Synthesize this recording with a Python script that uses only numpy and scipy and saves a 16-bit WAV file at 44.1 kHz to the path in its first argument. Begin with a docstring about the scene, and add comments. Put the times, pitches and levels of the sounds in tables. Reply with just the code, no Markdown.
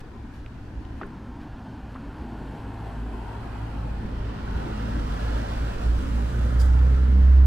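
"""A village street: five swells of rolling traffic, then a diesel van pulls past on the right and speeds up.
Its exhaust is a series of harmonics of the firing rate, beating against the note of the cars ahead;
road noise is shaped noise that falls with distance. Light wind buffets the microphone of a walker on the
pavement (low noise); shoes scuff (swelling noise) and click (damped rings), a brake squeals faintly (a
gliding tone) and air is released in one short hiss (noise with a whistle and an echo)."""
import sys
import numpy as np
from scipy import signal
from scipy.fft import rfft, irfft
from scipy.io import wavfile
from scipy.ndimage import uniform_filter1d

SR = 44100
rng = np.random.default_rng(int(sys.argv[2]) if len(sys.argv) > 2 else 0)


def wav_record(signal):
    """Record a signal, one row per channel, as 16-bit PCM in the file named by sys.argv[1]."""
    frames = np.transpose(np.atleast_2d(signal))
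    bounded = np.clip(frames, -1, 1)
    # unit amplitude maps onto the largest positive 16-bit level
    quanta = np.round(bounded * 32767).astype(np.int16)
    wavfile.write(sys.argv[1], SR, quanta)


N = 328986
T = np.arange(N) / SR  # t/s
HZ = np.fft.rfftfreq(N, 1 / SR)  # f/Hz

# Distant traffic, spectral density: f/Hz, relative density/dB
STREET_COLOUR = [(130, -6.5), (270, -1), (450, -17.5), (650, -23.5), (900, -22), (1150, -24.5), (1450, -20),
                 (1720, -21.5), (2000, -30), (3000, -35), (4500, -38.5), (7000, -45.5), (11000, -54.5),
                 (15000, -58)]
# The same between the two ports: f/Hz, coherence, lead of left/rad, left minus right/dB
STREET_PORTS = [(150, 1, 0.0032, 2), (450, 0.95, 0.013, 2), (700, 0.39, 0.0034, 5), (1020, 0.45, 0.0074, 9),
                (1310, 1, 0.0037, -3), (2000, 0.32, 0.01, 0), (3500, 0.32, 0.013, 0.5),
                (15000, .35, 0.0056, 0.5)]
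STREET_DB = -45.06

# Vehicles rolling by: closest at t/s, time to travel its closest distance/s,
# then relative level/dB of body drone, tread roar and tyre hiss
VEHICLES = [(1.37, 0.14, -45.5, -51, -76), (3.101, 1.48, -41, -44, -61.5), (4.7, 0.37, -49, -45, -63),
            (5.45, 1.01, -38, -42, -52.5), (6.9, 1.05, -39.5, -44.5, -59.5)]
# Exponent of distance by which the amplitude of each falls
DRONE_FALL, ROAR_FALL, HISS_FALL = 1.85, 1.99, 1.71
# How far the traffic has come abreast: t/s, share (0 ahead, 1 alongside)
ABREAST_SHARE = [(0, 0), (3.2, 0), (4.2, 0.38), (4.8, 0.89), (5.4, 1), (7.46, 0.97)]
# Drone and roar, spectral density: f/Hz, relative density/dB
ROAR_COLOUR_AHEAD = [(130, 5.5), (180, -2.5), (235, 4), (300, -3), (400, -10.5), (520, -17.5), (700, -13),
                     (900, -11), (1030, -14), (1170, -21.5), (1400, -21), (1750, -24), (2100, -28.5),
                     (2500, -24.5)]
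ROAR_COLOUR_ALONGSIDE = [(130, 1.5), (180, -8), (235, -2), (300, -8.5), (400, -14), (520, -16.5),
                         (700, -21.5), (900, -22.5), (1030, -22.5), (1170, -23), (1400, -19), (1750, -24),
                         (2100, -26.5), (2500, -24)]
# Tyre hiss, spectral density: f/Hz, relative density/dB
HISS_COLOUR_AHEAD = [(2500, 0), (3100, -1.5), (3700, -10), (4400, -8), (5500, -18), (7000, -20),
                     (7800, -15), (8600, -21.5), (9500, -19), (11000, -20.5), (12500, -24.5),
                     (15500, -33.5)]
HISS_COLOUR_ALONGSIDE = [(2500, 0.5), (3100, -1), (3700, -3.5), (4400, -5), (5500, -8), (7000, -14),
                         (7800, -12), (8600, -18), (9500, -15.5), (10200, -20), (10900, -17),
                         (11600, -22.5), (12500, -21.5), (15500, -25.5)]
# Top band of the tyre hiss, which opens up once the cars are alongside: t/s, level/dB
FIZZ_LEVEL = [(0, -85), (1.5, -83), (2.6, -72.5), (3.6, -70.5), (4.33, -72.5), (4.58, -66), (5.3, -61),
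              (6.1, -60.5), (6.55, -62), (6.9, -65), (7.46, -71.5)]
FIZZ_FROM_HZ = 6100
# Traffic between the two ports: f/Hz, coherence, lead of left/rad, left minus right/dB
AHEAD_PORTS = [(150, 1, -0.45, 3), (500, 0.89, 0.23, 0.5), (756, 0.64, 0.91, 3.5), (1080, 0.55, -0.54, 8),
               (1290, 1, -0.77, -1.5), (1900, 0.6, 1, -3), (4200, .2, -0.45, -11.5), (6000, .2, -.1, -12),
               (10000, .7, 0, -0.5), (15000, .4, -0.1, -11)]
ALONGSIDE_PORTS = [(101, 1, -1.04, 0), (313, 0.77, 0.98, -3), (473, 0.57, -1, 0), (710, 0.82, -2.5, -1.2),
                   (1050, 0.71, -3, 0.6), (1350, 0.5, -0.4, -3), (1950, 0.91, -1, -3),
                   (2800, 0.47, -2, -3.5), (4200, 0.26, -2, -4), (10000, .07, -1.5, -5.5),
                   (15000, .4, 0, -2.5)]

# Firing rate of the cars ahead, nearly steady: t/s, f/Hz
CRUISE_RATE = [(0, 55.5), (2.3, 54), (2.7, 53.3), (5.5, 53.4), (5.9, 54.8), (6.2, 56), (6.5, 54.8),
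               (6.85, 54.5), (7.1, 52)]
# Their engine note and its octave come and go: t/s, level/dB
CRUISE_LEVEL = [(0, -44.5), (1.0, -52), (1.5, -55), (2.45, -38), (2.56, -49), (3.03, -31), (3.2, -35),
                (3.3, -40.5), (3.55, -37), (3.95, -31), (4.2, -37), (4.8, -31), (5.7, -29), (6.3, -34),
                (6.8, -38), (7.1, -49.5)]
CRUISE_OCTAVE_LEVEL = [(0, -47), (2.15, -48.5), (2.5, -58), (2.62, -38), (2.85, -42), (3.2, -50),
                       (3.35, -39.5), (4.2, -41.5), (4.5, -45.5), (5.6, -37), (6.2, -41), (6.75, -35.5),
                       (6.95, -47)]
IN_STEP_S = 5.61  # a moment when both engine notes add up

# Firing rate of the diesel van, which idles along and then speeds up: t/s, f/Hz
VAN_RATE = [(0, 57.3), (2.3, 56.4), (4.5, 56.4), (4.9, 55.7), (5.5, 56.7), (5.9, 58.3), (6.1, 59.1),
            (6.42, 59.9), (6.68, 62.7), (7.0, 64.1), (7.3, 66), (7.46, 66.2)]
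# Its exhaust fundamental, blipping as the driver steps on the throttle: t/s, level/dB
BOOM_LEVEL = [(0, -56), (1.6, -64), (3.8, -51), (4.5, -39.5), (5.4, -39), (5.76, -37), (5.88, -20.5),
              (6.05, -25.5), (6.33, -26), (6.55, -20.5), (6.72, -15), (7.0, -18.5), (7.3, -12)]
# Its overtones as a group, stronger under load: t/s, relative level/dB
LOAD_LEVEL = [(0, -61.5), (3, -55.5), (4.5, -45.5), (5.6, -49), (6.3, -40.5), (6.7, -37.5), (6.95, -40.5),
              (7.46, -40)]
# Each overtone: multiple of the firing rate, relative level/dB
OVERTONES = [(1.5, -12), (2, 4), (2.5, -19), (3, 0), (3.5, -8), (4, -7), (4.5, -7), (5, -14.5), (6, -7),
             (7, -6)]
# Resonances of the exhaust pipe: f/Hz, relative level/dB
PIPE_RESPONSE = [(75, 15), (108, -3), (128, 0), (160, 0), (180, -7.5), (196, -1), (218, -2.5), (255, -0.5),
                 (360, -6.5), (460, -28)]

# Breeze on the microphone, dropping and then freshening: t/s, relative level/dB
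BREEZE_LEVEL = [(0, -42.5), (1.05, -42), (1.5, -45.5), (3.5, -45), (4.3, -38), (7.46, -34.5)]
# Gusts: centre t/s, half length/s, relative level/dB, upper band edge f/Hz
GUST_EVENTS = [(0.794, 0.023, -32.5, 88), (4.06, 0.039, -31.5, 300), (4.562, 0.013, -29.5, 150),
               (5.273, 0.18, -36, 300), (5.772, 0.02, -31.5, 41.7), (5.954, 0.046, -28, 40),
               (6.293, 0.12, -41, 140), (6.68, 0.085, -34, 140.2)]
# Wind, spectral density: f/Hz, relative density/dB
WIND_COLOUR = [(8, -14.5), (22, -1.5), (38, -6.5), (58, 1.5), (85, -5.5), (130, -17), (300, -41)]

# Soft scuffs of soles: start t/s, length/s, peak level/dB
SCUFF_EVENTS = [(0, 0.018, -51), (0.303, 0.13, -61), (.95, 0.082, -64), (1.376, 0.096, -65),
                (1.89, 0.089, -63), (7.301, 0.12, -60)]
# Scuffs, spectral density: f/Hz, relative density/dB
SCUFF_COLOUR = [(800, 7), (2500, 4), (5000, -6), (8000, -13), (12000, -13), (16000, -33)]

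# Clicks and knocks of shoes and grit: t/s, relative level/dB, ring f/Hz, ring t60/s, share of crunch
CONTACTS = [(0.4620, -29, 2480, 0.0042, 0.03), (0.4632, -39, 1600, .007, .05),
            (0.8505, -45, 2900, .008, 0.3), (0.953, -38, 1000, .014, .15),
            (1.0134, -21.5, 1230, 0.015, 0.08), (1.0142, -25, 800, .018, .1),
            (1.0165, -41, 1870, 0.075, 0.2), (1.0135, -41, 2100, .025, .3), (1.0192, -20, 350, 0.026, 0.15),
            (1.0328, -22, 1480, 0.011, 0.05), (1.036, -41, 1050, .11, .45), (1.037, -34, 395, .13, .2),
            (1.0655, -48.5, 8900, 0.0019, 0.1), (1.4138, -47, 2600, 0.008, 0.5),
            (1.943, -39, 2300, .004, 0.2), (1.952, -36, 1050, 0.03, 0.2), (1.959, -31, 1250, .02, .15),
            (6.791, -32, 2800, .003, .1)]
# Crunch after a contact: base t60/s, to which twice the ring's t60 is added, and spread/octaves
CRUNCH_T60, CRUNCH_OCTAVES = .032, .6

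# Faint brake squeal
SQUEAL_S, SQUEAL_HALF_S, SQUEAL_HZ, SQUEAL_HZ_PER_S, SQUEAL_DB = 3.74, .08, 14600, 2200, -82

# Engine hum of the nearest car, with a Doppler fall
HUM_S, HUM_HALF_S, HUM_HZ, HUM_FALL_HZ_PER_S, HUM_DB = 4.77, .19, 211.7, 3, -39

# Jet of the short hiss: t/s, level/dB
JET_LEVEL = [(6.589, -63), (6.6, -48.5), (6.61, -49.5), (6.619, -47.5), (6.63, -53), (6.638, -52),
             (6.645, -58), (6.66, -57), (6.68, -64), (6.8, -70)]
# Hiss, spectral density: f/Hz, relative density/dB
JET_COLOUR = [(500, -56), (2000, -24), (3300, 4), (4300, -6), (4750, 4), (5400, 1), (6500, 0.5),
              (8000, 2.5), (8700, -1.5), (10500, -1.5), (13000, -11), (16000, -6)]
# Whistle within the hiss, and the duller echo from the street
WHISTLE_S, WHISTLE_HALF_S, WHISTLE_HZ, WHISTLE_WIDTH_HZ, WHISTLE_DB = 6.609, .015, 4850, 160, -49.5
ECHO_S, ECHO_T60, ECHO_TOP_HZ, ECHO_DB = 6.628, .5, 7500, -58.5

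# The stereo image closes quickly and opens slowly: start and duration of each
CLOSE_S, CLOSING_S, OPEN_S, OPENING_S = .98, .29, 1.41, 1.95
EDGE_HZ = 15750  # upper band limit


def gain_of(db):
    """Amplitude ratio: 20 dB for each factor of ten."""
    return 10 ** (np.asarray(db) / 20)


def evened(x):
    """Normalisation: the mean of the channels gets rms 1."""
    return x / np.sqrt(np.mean(np.atleast_2d(x).mean(0) ** 2) + 1e-20)


def curve(rows, axis=1):
    """Linear interpolation in time of one column of a table."""
    rows = np.array(rows, float)
    return np.interp(T, rows[:, 0], rows[:, axis])


def read(points, axis=1, hz=HZ):
    """Interpolation of one column of a table along logarithmic frequency."""
    points = np.array(points, float)
    return np.interp(np.log(hz + 1), np.log(abs(points[:, 0]) + 1), points[:, axis])


def white():
    """White noise: a complex Gaussian spectrum of equal expected power in every bin."""
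    return rng.standard_normal(len(HZ)) + 1j * rng.standard_normal(len(HZ))


def drift(rate_hz):
    """Random modulation: noise under a Gaussian low-pass, rms 1."""
    return evened(irfft(white() * np.exp(-(HZ / rate_hz) ** 2), N))


def bell(s, half_s):
    """Gaussian envelope of height 1."""
    return np.exp(-.5 * ((T - s) / half_s) ** 2)


def pair(colour, lo_hz, hi_hz, coherence, lead=0, balance_db=0):
    """Partial coherence: a noise band at two ports, whose mean has the given colour and rms 1."""
    same = np.clip(coherence, 0, 1)
    tilt = gain_of(balance_db / 2)
    turn = np.exp(-1j * lead)
    left = white()
    right = same * turn * left + np.sqrt(1 - same ** 2) * white()
    # undo the colour that interference gives the mean of the ports
    middle = np.sqrt(tilt ** 2 + tilt ** -2 + 2 * same * np.real(turn) + 1e-3)
    skirts = np.sqrt((1 + (lo_hz / (HZ + 1)) ** 16) * (1 + (HZ / hi_hz) ** 16))
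    spectra = np.array([left * tilt, right / tilt])
    return evened(irfft(spectra * gain_of(read(colour)) / middle / skirts, N))


def ports(table):
    """Interaural cues of one direction: coherence, lead and balance at every bin."""
    return read(table, axis=1), read(table, axis=2), read(table, axis=3)


def firing_turns(rates, wobble=0.003):
    """Phase as the integral of a slightly wandering firing rate, in cycles from the in-step moment."""
    turns = np.cumsum(curve(rates) * (1 + wobble * drift(11.5))) / SR
    return turns - np.interp(IN_STEP_S, T, turns)


def street():
    """Diffuse field: distant traffic merges into a steady wash between the houses."""
    return pair(STREET_COLOUR, 95, 18000, *ports(STREET_PORTS)) * gain_of(STREET_DB)


def passing(ahead, alongside, lo_hz, hi_hz):
    """Equal-power crossfade of colour and direction as the traffic comes abreast."""
    share = np.clip(curve(ABREAST_SHARE), 0, 1)
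    far = pair(ahead, lo_hz, hi_hz, *ports(AHEAD_PORTS))
    near = pair(alongside, lo_hz, hi_hz, *ports(ALONGSIDE_PORTS))
    return np.sqrt(1 - share) * far + np.sqrt(share) * near


def rolling(fall, axis):
    """Distance law: each vehicle's power rises as it nears and falls as it leaves; powers add."""
    power = 0
    for row in VEHICLES:
        distance = np.hypot(1, (T - row[0]) / row[1])  # in units of the closest distance
        power = power + gain_of(row[axis]) ** 2 / distance ** (2 * fall)
    return np.sqrt(power)


def road(turns):
    """Rolling noise: drone of bodies, roar of tread and hiss of tyres in adjoining frequency bands."""
    drone = passing(ROAR_COLOUR_AHEAD, ROAR_COLOUR_ALONGSIDE, 137.4, 530)
    drone = drone * rolling(DRONE_FALL, axis=2) * gain_of(0.3 + drift(4.7))
    roar = passing(ROAR_COLOUR_AHEAD, ROAR_COLOUR_ALONGSIDE, 401, 2060)
    roar = roar * rolling(ROAR_FALL, axis=3)
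    hiss = passing(HISS_COLOUR_AHEAD, HISS_COLOUR_ALONGSIDE, 2330, FIZZ_FROM_HZ)
    hiss = hiss * rolling(HISS_FALL, axis=4)
    fizz = passing(HISS_COLOUR_AHEAD, HISS_COLOUR_ALONGSIDE, FIZZ_FROM_HZ, 18000)
    fizz = fizz * gain_of(curve(FIZZ_LEVEL))
    # loose grit roughens the hiss
    hiss = (hiss + fizz) * gain_of(0.76 * drift(250))
    # diesel firings throw out puffs of mechanical noise, heard once the van is near
    near = np.interp(T, [5, 6.3], [0, 1])
    clatter = 1 + 0.048 * near * (np.cos(2 * np.pi * turns) + .5 * np.cos(np.pi * turns))
    # uneven asphalt shakes both roar and hiss
    return drone + (roar + hiss) * gain_of(.5 * drift(10)) * clatter


def patchy(x, depth_db, fade_hz, size, count):
    """Shifting interference: bands swell and fade on their own as echoes off the house fronts shift."""
    hz, _, z = signal.stft(x, SR, nperseg=size)
    field = rng.standard_normal(z.shape[1:])
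    field = uniform_filter1d(field, size=3, axis=0)
    field = uniform_filter1d(field, size=count, axis=1)
    gain = gain_of(depth_db * field / field.std() / (1 + hz[:, None] / fade_hz))
    gain = gain / np.sqrt(np.mean(gain ** 2, axis=1, keepdims=True))
    return signal.istft(z * gain, SR, nperseg=size)[1][:, :N]


def cruising(turns, balance_db=-0.5):
    """Beats: the cars' engine note lies a little below the van's and throbs against it."""
    low = gain_of(curve(CRUISE_LEVEL) + 0.2 * drift(9)) * np.cos(2 * np.pi * turns)
    octave_gain = gain_of(curve(CRUISE_OCTAVE_LEVEL) + 2.0 * drift(11))
    octave = octave_gain * np.cos(4 * np.pi * turns + 0.93 * drift(8.3))
    return np.sqrt(2) * (low + octave) * gain_of([[balance_db / 2], [-balance_db / 2]])


def exhaust(turns, balance_db=-2.0, lag_s=0.0002):
    """Source and filter: harmonics of the firing rate glide through the resonances of the pipe."""
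    # from afar the sound arrives by shifting paths: it wavers more
    near = np.interp(T, [5.2, 6.1], [0, 1])
    level = curve(BOOM_LEVEL) + 2.0 * (1 - near) * drift(5.2)
    boom = gain_of(level) * np.cos(2 * np.pi * turns) * (1 + 0.043 * drift(37))
    # no two firings are alike, so level and phase of the overtones break up
    rate = curve(VAN_RATE)
    overtones = 0
    for k, db in OVERTONES:
        gain = gain_of(db + read(PIPE_RESPONSE, hz=k * rate) + 3.0 * drift(8.1))
        phase = 2 * np.pi * k * turns + 0.41 * drift(3.5) + 0.13 * drift(35)
        overtones = overtones + gain * np.cos(phase)
    note = np.sqrt(2) * (boom - gain_of(curve(LOAD_LEVEL)) * overtones)
    # the van is on the right: the left port hears it later and, once near, weaker
    lean_db = near * balance_db / 2 - (1 - near) * drift(15.0)
    return np.array([np.interp(T - lag_s, T, note), note]) * gain_of([lean_db, -lean_db])


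def wind():
    """Turbulent pressure: lumpy low noise of a breeze, and gusts that strike the ports unequally."""
    breeze = gain_of(curve(BREEZE_LEVEL)) * pair(WIND_COLOUR, 8, 270, 0.99)
    gusts = 0
    for s, half_s, db, top_hz in GUST_EVENTS:
        gust = pair(WIND_COLOUR, 8, top_hz, 0.99, balance_db=-3)
        gusts = gusts + gain_of(db) * bell(s, half_s) * gust
    return (breeze + gusts) * gain_of(2 + 2 * drift(26))


def scuffs():
    """Sliding friction: soles on grit give short grainy swells of noise."""
    press = 0
    for s, length_s, db in SCUFF_EVENTS:
        press = press + gain_of(db) * np.sin(np.pi * np.clip((T - s) / length_s, 0, 1))
    return pair(SCUFF_COLOUR, 700, 18000, 0.58) * press * gain_of(3 * drift(495))


def knocks(rise_cycles=0.62):
    """Damped resonance: each contact builds up, rings and leaves a short crunch around its pitch."""
    out = np.zeros((2, N))
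    size = 8192
    t = np.arange(size) / SR
    octave = np.log2(np.fft.rfftfreq(size, 1 / SR) + 1)
    for s, db, hz, t60, share in CONTACTS:
        ring = np.sin(2 * np.pi * hz * t) * np.exp(-np.log(1000) * t / t60)
        band = np.exp(-.5 * ((octave - np.log2(hz)) / CRUNCH_OCTAVES) ** 2)
        middle, side = irfft(rfft(rng.standard_normal((2, size))) * band)
        crunch = evened(np.array([middle + .5 * side, middle - .5 * side]))
        crunch = crunch * np.exp(-np.log(1000) * t / (CRUNCH_T60 + 2 * t60))
        attack = 1 - np.exp(-(t * hz / rise_cycles) ** 2)
        contact = gain_of(db) * attack * (ring + share * crunch)
        part = out[:, round(s * SR):][:, :size]
        part += contact[:, :part.shape[1]]
    return out


def squeal():
    """Frequency modulation: the thin, unsteady whistle of a brake glides upward."""
    hz = SQUEAL_HZ + SQUEAL_HZ_PER_S * (T - SQUEAL_S) + 130 * drift(150)
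    tone = np.sin(2 * np.pi * np.cumsum(hz) / SR)
    return gain_of(SQUEAL_DB) * bell(SQUEAL_S, SQUEAL_HALF_S) * tone


def hum():
    """Doppler effect: one engine order of the nearest car sinks in pitch as it passes."""
    hz = HUM_HZ - HUM_FALL_HZ_PER_S * (T - HUM_S) + 1.2 * drift(12.5)
    tone = np.sqrt(2) * np.sin(2 * np.pi * np.cumsum(hz) / SR)
    return gain_of(HUM_DB) * bell(HUM_S, HUM_HALF_S) * tone


def spurt(balance_db=-4):
    """Jet noise: released air sputters on the road side, whistles early on and leaves a dull echo."""
    sounding = (T > JET_LEVEL[0][0]) & (T < JET_LEVEL[-1][0])
    jet = pair(JET_COLOUR, 1000, 18000, 0.32, 0, balance_db)
    jet = jet * gain_of(curve(JET_LEVEL)) * sounding
    lo_hz, hi_hz = WHISTLE_HZ - WHISTLE_WIDTH_HZ / 2, WHISTLE_HZ + WHISTLE_WIDTH_HZ / 2
    whistle = pair(JET_COLOUR, lo_hz, hi_hz, 0.47, 0, balance_db) * gain_of(WHISTLE_DB)
    whistle = whistle * np.clip(1 - ((T - WHISTLE_S) / WHISTLE_HALF_S) ** 4, 0, 1)
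    age = np.maximum(T - ECHO_S, 0)
    echo = pair(JET_COLOUR, 1000, ECHO_TOP_HZ, .3) * gain_of(ECHO_DB)
    echo = echo * (age > 0) * np.exp(-np.log(1000) * age / ECHO_T60)
    return (jet + whistle + echo) * gain_of(drift(300))


def scene():
    """Superposition of traffic, wind and the small sounds of the pavement."""
    turns = firing_turns(VAN_RATE)
    traffic = street() + road(turns)
    traffic = patchy(traffic, depth_db=2.03, fade_hz=4000, size=1024, count=14)
    traffic = patchy(traffic, depth_db=1.7, fade_hz=1510, size=4096, count=6)
    engines = cruising(firing_turns(CRUISE_RATE)) + exhaust(turns) + hum()
    return traffic + engines + wind() + scuffs() + knocks() + squeal() + spurt()


def width():
    """Stereo width as the gain of the side signal, 0 to 1."""
    closing = np.clip((T - CLOSE_S) / CLOSING_S, 0, 1)
    opening = np.clip((T - OPEN_S) / OPENING_S, 0, 1)
    return 1 - closing + opening ** 2


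def record(dry):
    """Middle and side decomposition sets the width, then a linear-phase low-pass limits the band."""
    middle = dry.mean(0)
    image = middle + (dry - middle) * width()
    low_pass = signal.firwin(511, EDGE_HZ, window=("kaiser", 9), fs=SR)
    return signal.oaconvolve(image, low_pass[None], "same")


dry = scene()
out = record(dry)
wav_record(out)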